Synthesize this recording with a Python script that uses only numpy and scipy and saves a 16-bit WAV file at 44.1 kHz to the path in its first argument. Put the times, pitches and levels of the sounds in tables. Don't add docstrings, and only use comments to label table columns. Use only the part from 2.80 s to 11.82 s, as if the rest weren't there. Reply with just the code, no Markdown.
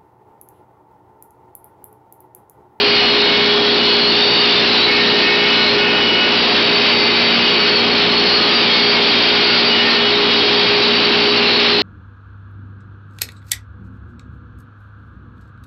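import sys
import numpy as np
from scipy import signal
from scipy.fft import rfft, irfft
from scipy.io import wavfile
from scipy.ndimage import uniform_filter1d

SR = 44100
rng = np.random.default_rng(int(sys.argv[2]) if len(sys.argv) > 2 else 0)


def wrap_up_sound(samples):
    columns = np.atleast_2d(samples).T
    tamed = np.clip(columns, -1, 1)
    steps = np.round(tamed * 32767).astype(np.int16)
    wavfile.write(sys.argv[1], SR, steps)


N = 397782

# harmonic, level_db (rms)
FAN_HARMONICS = [(1, -30), (2, -35.5), (3, -32), (4, -25), (5, -35), (6, -32.5), (8, -44), (9, -42.5)]
# time_s, level_db (rms)
BLADE_TONE = [(0.0, -19), (0.63, -19), (1.56, -20.5), (1.63, -20.5), (1.71, -21), (2.76, -22),
              (2.81, -24.5), (2.96, -18), (3.14, -23.5), (7.21, -23), (7.36, -18), (7.94, -19.5),
              (8.87, -18.5), (9.02, -19)]
# (per Hz, relative)
AIR_COLOUR = [(24, -33), (45, -10), (80, -13.5), (134, -9), (227, 0.5), (325, 2), (467, -0.5), (623, -4),
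              (800, -4.5), (1100, -6), (1570, -10.5), (3000, -5), (4500, -38.5)]
# freq_hz, width_hz, level_db (rms)
HOSE_RESONANCES = [(125, 27, -37), (207.8, 27, -31), (282.5, 15, -32.5), (485.4, 12, -36), (859, 50, -35.5)]
# start_s, end_s, pitch_hz, level_db (rms)
STEADY_TONES = [(0, 0.287, 2440, -29), (0.686, 0.926, 3330, -24), (1.034, 1.222, 3400, -28),
                (1.32, 1.62, 4470, -26.5), (1.32, 1.78, 4560, -25.5), (1.498, 1.808, 2900, -25.5),
                (2.095, 2.4, 2836, -29), (3.897, 4.7, 2071, -32), (4.098, 4.395, 4470, -33.5),
                (4.502, 4.895, 2881, -28), (5.094, 5.295, 4390, -29.5), (5.555, 5.8, 1243, -30.5),
                (5.572, 5.714, 3300, -27.5), (5.796, 6.694, 2365, -32), (5.897, 6.122, 4390, -25),
                (6.2, 6.448, 3470, -29), (7.601, 8.103, 2400, -29.5)]
# pitch_hz, level_db (before SQUEAL_SHARE_DB)
SQUEAL_REST = [(4400, -28), (3830, -29), (2904, -25.5), (2332, -31.5)]
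# start_s, end_s, pitch_hz, level_db (before SQUEAL_SHARE_DB)
SQUEAL_SWELLS = [(.03, .2, 4340, -23), (.05, 1.0, 3750, -20), (1.3, 1.8, 4500, -17.5),
                 (1.3, 1.82, 3661, -15.5), (1.3, 1.75, 2870, -17), (1.85, 2.15, 4400, -21.5),
                 (1.85, 2.15, 3970, -18), (2.2, 2.95, 3920, -22.5), (3.72, 4.8, 4482, -18),
                 (3.781, 5.152, 2301, -23.5), (3.8, 4.9, 3830, -22), (4.8, 5.04, 4470, -15),
                 (5.35, 5.6, 4420, -18.5), (5.82, 6.15, 4530, -20), (5.747, 6.702, 2350, -23.5),
                 (5.8, 6.6, 3680, -22.5), (7.8, 8.9, 2800, -21), (8.0, 8.6, 3920, -20.5),
                 (8.05, 8.6, 4500, -16), (8.62, 9.02, 3930, -19), (8.65, 9.02, 4400, -21.5)]
# time_s, level_db (before pulsing), brightness_db (gain of the treble)
CHIP_LEVELS = [(0, -15, -4.5), (.8, -20.5, 2), (2.0, -15, -2), (2.2, -18, -2.5), (2.9, -20, 2.5),
               (3.1, -21, -3.5), (3.5, -17.5, -1.5), (3.74, -20.5, -1), (3.82, -13.5, -5.5),
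               (3.93, -17.5, -4), (4.05, -14.5, -4.5), (5.1, -17, -2.5), (5.4, -19, 0), (5.6, -16.5, -1),
               (6.3, -16, -2), (7.5, -18.5, -2.5), (7.75, -18, -1), (8.7, -15, -5.5), (9.02, -16, -0.5)]
# (per Hz, relative)
CHIP_SPECTRUM = [(700, -22), (1200, -11), (2000, -8), (2400, -4), (2900, -2), (3450, -1.5), (4300, -2),
                 (4700, -9), (5200, -5.5), (6000, -14.5), (9000, -33)]
# start_s, end_s, start_pitch_hz, end_pitch_hz, lower_sides_db, centre_db, half_turn_sides_db, upper_side_db
CHATTER_BOUTS = [(0, 0.202, 4232, 4236, -29, -22, -37, -23.5),
                 (0.222, 0.499, 4242, 4250, -27.5, -21, -32, -34),
                 (0.522, 1.02, 4264, 4279, -30, -29.5, -25.5, -34),
                 (1.039, 1.35, 4295, 4336, -33, -20, -22, -29.5),
                 (1.6, 1.901, 4255, 4260, -34, -26, -31, -42), (1.92, 2.09, 4339, 4338, -23, -38, -24, -39),
                 (2.11, 2.5, 4267, 4266, -26.5, -28, -26.5, -28.5),
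                 (2.749, 2.95, 4190, 4178, -33, -23, -27.5, -45),
                 (3.55, 3.74, 4340, 4328, -30.5, -26, -36, -26),
                 (3.799, 3.983, 4180, 4196, -28, -43, -38, -28),
                 (4.0, 4.299, 4217, 4200, -28, -40, -45, -23),
                 (4.321, 4.901, 4209, 4193, -29, -38.5, -40, -26),
                 (5.178, 5.33, 4232, 4254, -29, -29.5, -27.5, -46),
                 (5.35, 5.431, 4340, 4347, -40, -20.5, -31, -36.5),
                 (5.449, 5.592, 4320, 4370, -33.5, -18, -21, -23.5),
                 (5.609, 5.693, 4375, 4340, -26, -21.5, -29, -32),
                 (5.71, 5.842, 4335, 4320, -23, -36, -27.5, -22.5),
                 (5.858, 6.181, 4302, 4266, -34, -27.5, -33, -22.5),
                 (6.203, 6.593, 4211, 4270, -28, -27, -37.5, -21.5),
                 (6.611, 6.894, 4260, 4266, -30, -24, -38, -21),
                 (6.897, 7.189, 4256, 4220, -29.5, -31, -26.5, -26),
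                 (7.209, 7.483, 4276, 4284, -25.5, -33, -27.5, -43),
                 (7.509, 7.708, 4249, 4309, -24.5, -26, -39, -24),
                 (7.725, 8.092, 4258, 4312, -25.5, -24, -42.5, -23),
                 (8.113, 8.349, 4318, 4347, -25, -28.5, -38, -42),
                 (8.401, 8.598, 4225, 4232, -27.5, -37, -27.5, -28),
                 (8.661, 8.815, 4283, 4423, -20.5, -20.5, -29, -51),
                 (8.879, 9.032, 4280, 4350, -32, -33, -24.5, -42.5)]
# start_s, end_s, harmonic, level_db (rms)
WHINE_BOUTS = [(0, 0.147, 7, -31.5), (0.094, 0.402, 6, -28.5), (0, .65, 9, -26.5), (0.055, 0.34, 8, -23),
               (.35, .95, 5, -34), (0.409, 0.684, 6, -26), (0.449, 0.791, 8, -25.5),
               (0.598, 1.05, 4, -34.5), (.65, 1.0, 9, -26), (0.949, 1.308, 8, -24), (1.043, 1.199, 7, -29),
               (1.05, 1.305, 9, -25), (1.55, 1.7, 8, -26), (2.07, 2.38, 5, -24.5), (2.073, 2.225, 6, -18),
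               (2.1, 2.207, 7, -24), (2.22, 2.4, 6, -28.5), (2.2, 2.498, 8, -28.5),
               (2.349, 3.204, 7, -25.5), (2.41, 2.58, 5, -22.5), (2.581, 2.954, 5, -29),
               (2.396, 2.895, 6, -23.5), (2.546, 2.902, 8, -23.5), (2.602, 3.602, 4, -31),
               (2.913, 3.6, 6, -30), (2.97, 3.629, 8, -22.5), (2.95, 3.498, 5, -32),
               (3.297, 3.556, 7, -26.5), (3.848, 4.952, 7, -27), (4.403, 5.102, 9, -31), (5.3, 5.8, 8, -34),
               (5.713, 5.942, 5, -32), (5.88, 6.203, 6, -24.5), (5.696, 6.694, 7, -35.5),
               (5.88, 6.12, 9, -23), (6.198, 6.854, 9, -26), (6.451, 7.55, 4, -34.5), (6.55, 6.799, 6, -27),
               (6.601, 6.883, 8, -30), (6.883, 7.051, 8, -20.5), (6.895, 7.344, 6, -31),
               (6.95, 7.197, 5, -26), (6.998, 7.348, 9, -26.5), (7.152, 7.321, 8, -23.5),
               (7.422, 7.58, 8, -23.5), (7.2, 7.45, 5, -37), (7.396, 8.045, 9, -27), (7.802, 8.05, 6, -33)]
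# time_s, speed_hz (turns per second)
SPINDLE_SPEED = [(0, 361.7), (.55, 367.1), (1.15, 364.9), (1.65, 365), (2.05, 366.4), (2.42, 365.2),
                 (2.6, 367.7), (2.95, 366.5), (3.62, 366.6), (3.8, 361), (4.75, 361.1), (5.6, 365.5),
                 (5.9, 364.2), (6.14, 364.3), (6.25, 361.2), (6.55, 361.3), (7.1, 364.8), (7.27, 367.8),
                 (7.45, 367.6), (7.65, 364.4), (8.4, 364.4), (9.02, 367.9)]
# freq_hz, gain_db
RECORDER_RESPONSE = [(20, -16.5), (45, -10.5), (70, -1.5), (4700, -1), (5250, -5), (5510, -10), (5750, -16),
                     (6000, -25.5), (6120, -30.5), (6300, -41.5), (6500, -61)]

SHAFT_HZ, BLADE_COUNT = 58.98, 7
BLADE_FLUTTER_DB, AIR_DB = 1.5, -20
SQUEAL_WIDTH_HZ, SQUEAL_SHARE_DB = 80, -5.5
CHATTER_WOBBLE_HZ, CHATTER_REST_DB = 9.16, -34
SPINDLE_WOBBLE_HZ = 0.52
SPINDLE_DB, SECOND_DB = -37, -41.5
HALF_TURN_DB = -15
WHINE_REST_DB, WHINE_FLUTTER_DB = -41.5, 2.5
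FADE_S = .04
DRIVE_DB, TOP = 9, 0.34
BASS_CUT_HZ, CUTOFF_HZ = 260, 6800


def from_db(db):
    return 10 ** (np.asarray(db) / 20)


def rms_one(x):
    return x / np.sqrt(np.mean(x ** 2) + 1e-20)


def in_time(rows):
    time_s, *columns = np.transpose(rows)
    return [np.interp(np.arange(N) / SR, time_s, column) for column in columns]


def held(rows, rest):
    out = np.full(N, float(rest))
    for start, end, value in rows:
        out[max(int(start * SR), 0):int(end * SR)] = value
    return uniform_filter1d(out, int(FADE_S * SR))


def drift(rate_hz):
    step = 40
    r = np.exp(-2 * np.pi * rate_hz * step / SR)
    noise = rng.standard_normal(N // step + 2002)
    slow = signal.lfilter([1], [1, -2 * r, r * r], noise)[2000:]
    return np.interp(np.arange(N) / step, np.arange(len(slow)), rms_one(slow))


def turns(hz):
    return 2 * np.pi * np.cumsum(hz) / SR


def tone(phase, db, flutter_db, rate):
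    amplitude = np.sqrt(2) * from_db(db + flutter_db * drift(rate))
    return amplitude * np.sin(phase + rng.uniform(0, 2 * np.pi))


def shaped(x, spectrum):
    hz, db = np.transpose(spectrum)
    bins_hz = np.maximum(np.arange(N // 2 + 1) * SR / N, 1)
    gain = from_db(np.interp(np.log(bins_hz), np.log(hz), db))
    return irfft(rfft(x) * gain, N)


def coloured(spectrum):
    return rms_one(shaped(rng.standard_normal(N), spectrum))


def hose():
    out = np.zeros(N)
    for hz, width_hz, db in HOSE_RESONANCES:
        r = np.exp(-np.pi * width_hz / SR)
        poles = [1, -2 * r * np.cos(2 * np.pi * hz / SR), r * r]
        rung = signal.lfilter([1, 0, -1], poles, rng.standard_normal(N))
        out += from_db(db) * rms_one(rung)
    return out


def extractor(shaft):
    hum = sum(tone(round(k) * shaft, db, flutter_db=1.5, rate=3.8) for k, db in FAN_HARMONICS)
    blade_db, = in_time(BLADE_TONE)
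    blades = tone(BLADE_COUNT * shaft, blade_db, flutter_db=BLADE_FLUTTER_DB, rate=5)
    throb = 1 + 0.025 * np.cos(shaft)
    roar = from_db(AIR_DB) * coloured(AIR_COLOUR) * throb
    return hum + blades + roar + hose()


def steady_tones():
    t, out = np.arange(N) / SR, 0
    for start, end, hz, db in STEADY_TONES:
        fade = np.clip(np.minimum(t - start, end - t) / 0.026, 0, 1)
        phase = turns(hz + 4.0 * drift(15))
        out = out + fade * tone(phase, db, flutter_db=3.0, rate=15)
    return out


def squeal():
    out, centres = 0, np.transpose(SQUEAL_REST)[0]
    for k, (rest_hz, rest_db) in enumerate(SQUEAL_REST):
        swells = [row for row in SQUEAL_SWELLS if np.argmin(abs(centres - row[2])) == k]
        hz = held([(start, end, hz) for start, end, hz, _ in swells], rest_hz)
        db = held([(start, end, db) for start, end, _, db in swells], rest_db)
        phase = turns(hz + 30 * drift(4))
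        band = drift(SQUEAL_WIDTH_HZ) * np.cos(phase) + drift(SQUEAL_WIDTH_HZ) * np.sin(phase)
        out = out + from_db(db + 2.0 * drift(12) + SQUEAL_SHARE_DB) * band
    return out


def chips(turn, shaft):
    level_db, bright_db = in_time(CHIP_LEVELS)
    noise = coloured(CHIP_SPECTRUM)
    dull = shaped(noise, [(3200, 0), (3600, -30.5)])
    treble = noise - dull
    noise = dull + treble * from_db(bright_db)
    pulse = (1 + .6 * np.cos(turn)) * (1 + .2 * np.cos(shaft))
    return from_db(level_db + 2.1 * drift(8.7)) * noise * pulse


def chatter(turn):
    start, end, hz_start, hz_end, *levels_db = np.transpose(CHATTER_BOUTS)
    lower, centre, half, upper = [held(zip(start, end, db), CHATTER_REST_DB) for db in levels_db]
    hz, = in_time(sorted([*zip(start, hz_start), *zip(end, hz_end)]))
    own = turns(hz + CHATTER_WOBBLE_HZ * drift(24.67))
    lines = [(-3, lower - 3), (-2, lower - 3), (-1, half - 3), (0, centre),
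             (1, half - 3), (2, upper), (4, upper - 9)]
    return sum(tone(own + n * turn / 2, db, flutter_db=3.0, rate=17) for n, db in lines)


def whine(turn):
    out = tone(turn, SPINDLE_DB, flutter_db=3.5, rate=10)
    out += tone(2 * turn, SECOND_DB, flutter_db=5.5, rate=3)
    for k in sorted({round(row[2]) for row in WHINE_BOUTS}):
        bouts = [(start, end, db) for start, end, n, db in WHINE_BOUTS if round(n) == k]
        db = held(bouts, WHINE_REST_DB)
        out += tone(k * turn, db, flutter_db=WHINE_FLUTTER_DB, rate=13)
        out += tone((k + .5) * turn, db + HALF_TURN_DB, flutter_db=3.5, rate=7.3)
    return out


def scene():
    turn = turns(in_time(SPINDLE_SPEED)[0] + SPINDLE_WOBBLE_HZ * drift(13.5))
    shaft = turns(SHAFT_HZ + 0.041 * drift(0.54))
    bit = squeal() + chips(turn, shaft) + chatter(turn) + whine(turn)
    return (extractor(shaft) + steady_tones() + bit)[None]


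def record(dry):
    lowpass = signal.butter(8, 5300, fs=SR, output="sos")
    sound = signal.sosfilt(lowpass, dry)
    drive = from_db(DRIVE_DB) * sound[:, ::4] / TOP
    limited = TOP * drive / (1 + np.abs(drive) ** 3.0) ** (1 / 3.0)
    played = np.zeros_like(dry)
    played[:, ::4] = 4 * limited
    coupling = signal.butter(1, BASS_CUT_HZ, "high", fs=SR, output="sos")
    played = shaped(signal.sosfilt(coupling, played), RECORDER_RESPONSE)
    treble_cut = signal.cheby2(12, 40, CUTOFF_HZ, fs=SR, output="sos")
    return signal.sosfiltfilt(treble_cut, played)


dry = scene()
out = record(dry)
wrap_up_sound(out)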